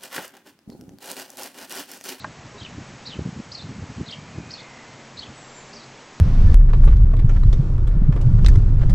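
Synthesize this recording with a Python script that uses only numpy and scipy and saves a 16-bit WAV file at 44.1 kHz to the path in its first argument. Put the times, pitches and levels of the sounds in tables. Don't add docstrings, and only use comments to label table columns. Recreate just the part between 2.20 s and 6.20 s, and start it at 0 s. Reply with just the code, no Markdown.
import sys
import numpy as np
from scipy import signal
from scipy.fft import rfft, irfft, next_fast_len
from scipy.io import wavfile
from scipy.ndimage import map_coordinates

SR = 44100
rng = np.random.default_rng(int(sys.argv[2]) if len(sys.argv) > 2 else 0)


def bounce(signal):
    frames = np.transpose(np.atleast_2d(signal))
    limited = np.clip(frames, -1, 1)
    pcm = np.round(limited * 32767).astype(np.int16)
    wavfile.write(sys.argv[1], SR, pcm)


N = 176400


def amp(db):
    return 10 ** (np.asarray(db) / 20)


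def unit(x):
    return x / np.sqrt(np.mean(x ** 2) + 1e-20)


def wobble(rate, size):
    return map_coordinates(rng.standard_normal(4000), [np.arange(size) * rate / SR], mode="wrap")


def curve(rows):
    return np.interp(np.arange(N) / SR, *np.transpose(rows))


def filtered(x, response):
    size = next_fast_len(N + SR // 2)
    return irfft(rfft(x, size) * response(np.fft.rfftfreq(size, 1 / SR)), size)[:N]


def noise(points):
    point_hz, db = np.transpose(points)
    colour = lambda hz: amp(np.interp(np.log(hz + 1), np.log(point_hz), db))
    return unit(filtered(rng.standard_normal(N), colour))


def noise_band(centre_hz, width_hz, db):
    peak = lambda hz: 1 / (1 + ((hz - centre_hz) / width_hz * 2) ** 2) ** 0.95
    return amp(db) * unit(filtered(rng.standard_normal(N), peak))


def add(out, start_s, x):
    i = round(start_s * SR) + np.arange(len(x))
    inside = (i >= 0) & (i < N)
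    out[i[inside]] += x[inside]


def reverb(x, t60):
    t = np.arange(SR // 2) / SR
    response = rng.standard_normal(len(t)) * amp(-60 * t / t60) * (1 - np.exp(-t / .006))
    return signal.fftconvolve(x, response / np.linalg.norm(response))[:N]


def bird_note(rows, waver, ratio=1):
    flutter_hz, flutter_db, fade_s = 331.6, 2.5, .006
    rasp_hz, rasp_depth = 430, .11
    times, hz, db, *rasp = np.transpose(rows)
    t = np.arange(times[0], times[-1], 1 / SR)
    bend = waver * wobble(flutter_hz, len(t))
    if rasp:
        trill_hz = rasp_hz * (1 + .3 * wobble(flutter_hz, len(t)))
        trill = np.sin(2 * np.pi * np.cumsum(trill_hz) / SR)
        bend += rasp_depth * np.interp(t, times, np.clip(rasp[0], 0, 1)) * trill
    pitch = ratio * np.interp(t, times, hz) * (1 + bend)
    level = amp(np.interp(t, times, db) + flutter_db * wobble(flutter_hz, len(t)))
    fade = np.clip(np.minimum(t - times[0], times[-1] - t) / fade_s, 0, 1)
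    return np.sqrt(2) * fade * level * np.sin(2 * np.pi * np.cumsum(pitch) / SR)


def outdoor_bed():
    # frequency in Hz, relative level in dB.
    rush_colour = [(20, -8.5), (45, -14.5), (85, -14.5), (125, -9.5), (175, -8), (240, -5.5), (330, -6),
                   (480, -5.5), (900, -6.5), (1500, -10), (2100, -10.5), (3700, -17), (7000, -17.5),
                   (8100, -27.5)]
    # time in seconds, level in dB before the lift.
    rush_drift = [(0.0, -49), (0.42, -48), (0.9, -47.5), (1.14, -48.5), (3.51, -47.5), (4.0, -48)]
    # centre in Hz, width in Hz, level in dB.
    drone_bands = [(132.1, 6.8, -56.5), (227.7, 14, -60.5)]
    lift_db, flicker_db = 3, .47
    rush = amp(curve(rush_drift) + lift_db + flicker_db * wobble(8, N)) * noise(rush_colour)
    drone = sum(noise_band(*band) for band in drone_bands)
    return rush + drone + noise_band(centre_hz=7850, width_hz=150, db=-68)


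def wind():
    # frequency in Hz, relative level in dB.
    colour = [(25, -37), (55, 2.5), (90, 2), (160, 3), (270, -4), (400, -17.5), (700, -31.5), (1500, -48),
              (4000, -65.5)]
    # time in seconds, level in dB before the low cut.
    breeze = [(0, -47), (.3, -48.5), (.65, -44.5), (.82, -51.5), (1.05, -42.5), (1.22, -46), (1.26, -45.5),
              (1.4, -49), (1.5, -49), (1.8, -46.5), (1.93, -49.5), (2.2, -43), (2.35, -51), (2.9, -52.5),
              (3.03, -45), (3.18, -55), (4, -57.5)]
    # centre in seconds, level in dB before the low cut, width in seconds.
    puffs = [(.262, -40, 0.0095), (0.428, -34.5, 0.0096), (.555, -39.5, 0.024), (0.586, -32, 0.0057),
             (.61, -37.5, 0.013), (.7, -41.5, 0.011), (0.906, -41, 0.01), (0.963, -35, .01),
             (.993, -17.5, 0.0023), (1.017, -26, 0.0087), (1.059, -23, 0.0058), (1.075, -23, 0.0024),
             (1.091, -28, 0.0039), (1.133, -32.5, 0.0049), (1.171, -29.5, 0.0072), (1.201, -27, 0.0054),
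             (1.457, -34, 0.021), (1.495, -31, 0.0035), (1.516, -33, 0.01), (1.56, -37.5, 0.017),
             (1.6, -33, 0.011), (1.631, -27, 0.0083), (1.702, -30.5, 0.0064), (1.719, -36.5, 0.0065),
             (1.778, -28.5, 0.0075), (1.801, -28.5, 0.0042), (1.813, -21, 0.0043), (1.832, -33.5, 0.0029),
             (1.885, -37.5, .006), (1.986, -38, 0.011), (2.051, -40.5, 0.018), (2.161, -36.5, 0.0072),
             (2.185, -20.5, 0.002), (2.204, -31.5, 0.0056), (2.227, -38, 0.0078), (2.278, -37, 0.0035),
             (3.011, -46.5, 0.044), (3.097, -36.5, 0.0078)]
    lump_db, low_cut_hz = 4.1, 76
    out = amp(curve(breeze)) * unit(noise(colour) * amp(lump_db * wobble(35, N)))
    eddies, t = noise(colour), np.arange(N) / SR
    for centre, db, width in puffs:
        near = np.abs(t - centre) < 4 * width
        swell = np.exp(-.5 * ((t[near] - centre) / width) ** 2)
        puff = swell * eddies[near]
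        out[near] += amp(db) * puff * np.linalg.norm(swell) / np.linalg.norm(puff)
    return filtered(out, lambda hz: (hz / low_cut_hz) ** 3 / np.sqrt(1 + (hz / low_cut_hz) ** 6))


def faint_taps():
    # start in seconds, level in dB, pitch in Hz.
    hits = [(0.336, -43, 1032), (.345, -38.5, 410), (3.536, -42, 405), (3.55, -48, 589)]
    attack_s, t60 = .0022, .19
    out, t = np.zeros(N), np.arange(SR // 5) / SR
    for start, db, hz in hits:
        envelope = amp(db - 60 * t / t60) * (1 - np.exp(-t / attack_s))
        add(out, start, envelope * np.sin(2 * np.pi * hz * t))
    return out


def far_birds():
    # time in seconds, pitch in Hz, level in dB.
    thin_note = [(3.15, 7990, -61), (3.2, 7690, -55), (3.25, 7550, -58), (3.33, 7380, -58),
                 (3.375, 7330, -49), (3.43, 7150, -55.5), (3.45, 7350, -66), (3.52, 7180, -58.5)]
    # time in seconds, pitch in Hz, level in dB before the trim.
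    whistles = [
        [(1.82, 1846, -66), (1.91, 2178, -55), (2.08, 2450, -58.5), (2.28, 2484, -55), (2.37, 2510, -56),
         (2.49, 2535, -57), (2.6, 2400, -71)],
        [(2.39, 2130, -49), (2.46, 2090, -53), (2.54, 2035, -52), (2.63, 2000, -51.5), (2.68, 2070, -54.5),
         (2.76, 2100, -58), (2.83, 2000, -51)],
    ]
    trim_db, reverb_db = -1.5, -14.5
    direct = np.zeros(N)
    add(direct, thin_note[0][0], bird_note(thin_note, waver=.0022))
    for path in whistles:
        add(direct, path[0][0], amp(trim_db) * bird_note(path, waver=.028))
    return direct + amp(reverb_db) * reverb(direct, t60=.59)


def knock():
    # frequency in Hz, relative level in dB, seconds to fall 60 dB.
    modes = [(619, -5.5, 0.067), (863, 3, 0.039), (1027, 8.5, 0.021), (1206, 0, 0.032), (1615, -0.5, 0.055),
             (1820, -4, 0.044), (2070, -15, 0.047)]
    # frequency in Hz, relative level in dB.
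    crack_colour = [(200, -3.5), (1100, 0), (1900, -3), (3200, -27), (4600, -18), (6000, -34)]
    start_s, attack_s, crack_t60 = .0443, .0002, .01
    ring_db, crack_db = -26, -20
    out, t = np.zeros(N), np.arange(SR // 5) / SR
    ring = sum(amp(db - 60 * t / t60) * np.sin(2 * np.pi * (hz * t + rng.random()))
               for hz, db, t60 in modes)
    crack = noise(crack_colour)[:len(t)] * amp(-60 * t / crack_t60)
    attack = 1 - np.exp(-t / attack_s)
    add(out, start_s, (amp(ring_db) * ring + amp(crack_db) * crack) * attack)
    return out


def sparrow():
    shapes = { "dipping": [(0, 4374, -17, .2), (.012, 3935, -12, 0), (.022, 4013, -14.5, 0),
              (.027, 4380, -6, 0.8), (.033, 3540, -13, .3), (.043, 3160, -7.5, 0), (.05, 3647, -12, .6),
              (.058, 4600, -4.5, .8), (.063, 4820, -16, .8), (.067, 2762, -14, .6),
              (.074, 3150, -2.5, 0.14), (.083, 3106, -4.5, .05), (.095, 2390, -11, .5)],
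              "falling": [(0, 3655, -4, .3), (.01, 4230, -8.5, 0.5), (.02, 4600, -0.5, .3),
              (.028, 3810, -3, 0.1), (.038, 4460, -10, 1), (.047, 3650, -8.5, .5), (.058, 3650, -11, 0.6),
              (.068, 3230, -9, .8), (.08, 3056, -6, .6), (.09, 3090, -10.5, 0.1), (.102, 2330, -12, .3)],
              "arched": [(0, 4100, -10, 0.2), (.008, 4485, -2, .7), (.015, 4950, -4, .7),
              (.025, 5630, -12, 1), (.032, 5000, -9, .4), (.04, 4400, -0.5, .1), (.049, 4200, -7, 0.2),
              (.057, 4500, -14, .9), (.073, 4400, -10.5, .8), (.083, 3650, -10.5, 0),
              (.095, 3650, -10.5, 0.1), (.107, 4410, -10, .8), (.125, 3430, -17, 0.5)],
              "split": [(0, 5100, -18, 0), (.008, 4570, -13, 0.7), (.012, 3940, -5, .45),
              (.023, 4080, -6, 0.7), (.03, 4350, 1.5, 0), (.036, 4040, -1, .5), (.042, 4270, -17, .4),
              (.047, 3930, -4, .7), (.056, 3950, -15, 0.47), (.061, 3050, -3.5, 0), (.072, 3130, -3, 0),
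              (.08, 3670, -16, .2), (.094, 3030, -21, .1), (.109, 2430, -9, 0.1)], }
    # start in seconds, gain in dB, length factor, pitch factor, shape name.
    chirps = [(-.1, -35.5, 1.04, 1, "arched"), (.378, -36.5, 0.99, 0.96, "dipping"),
              (.852, -34.5, .99, 1.001, "falling"), (1.312, -35.5, 1.02, 1.003, "arched"),
              (1.857, -32.5, 0.97, 1.004, "dipping"), (2.301, -36, .99, .99, "arched"),
              (2.963, -35.5, 1.01, .999, "split"), (3.528, -42.5, 1.03, 1.045, "arched")]
    # delay in seconds, gain in dB.
    echoes = [(.0075, -17), (0.012, -19.5), (0.026, -16)]
    second_ratio, second_db = 1.2, -13.5
    octave_db, reverb_db = -28, -7.5
    direct = np.zeros(N)
    for start, db, length, pitch, shape in chirps:
        path = np.array(shapes[shape]) * [length, pitch, 1, 1]
        for ratio, voice_db in [(1, 0), (second_ratio, second_db), (2, octave_db)]:
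            add(direct, start, amp(db + voice_db) * bird_note(path, waver=.03, ratio=ratio))
    out = direct + amp(reverb_db) * reverb(direct, t60=.24)
    for delay, db in echoes:
        add(out, delay, amp(db) * direct)
    return out


def scene():
    mono = sparrow() + far_birds() + knock() + faint_taps() + wind() + outdoor_bed()
    return np.array([mono, mono])


def record(dry):
    high_cut_hz = 8080
    high_cut = lambda hz: 1 / np.sqrt(1 + (hz / high_cut_hz) ** 200)
    return np.array([filtered(channel, high_cut) for channel in dry])


dry = scene()
out = record(dry)
bounce(out)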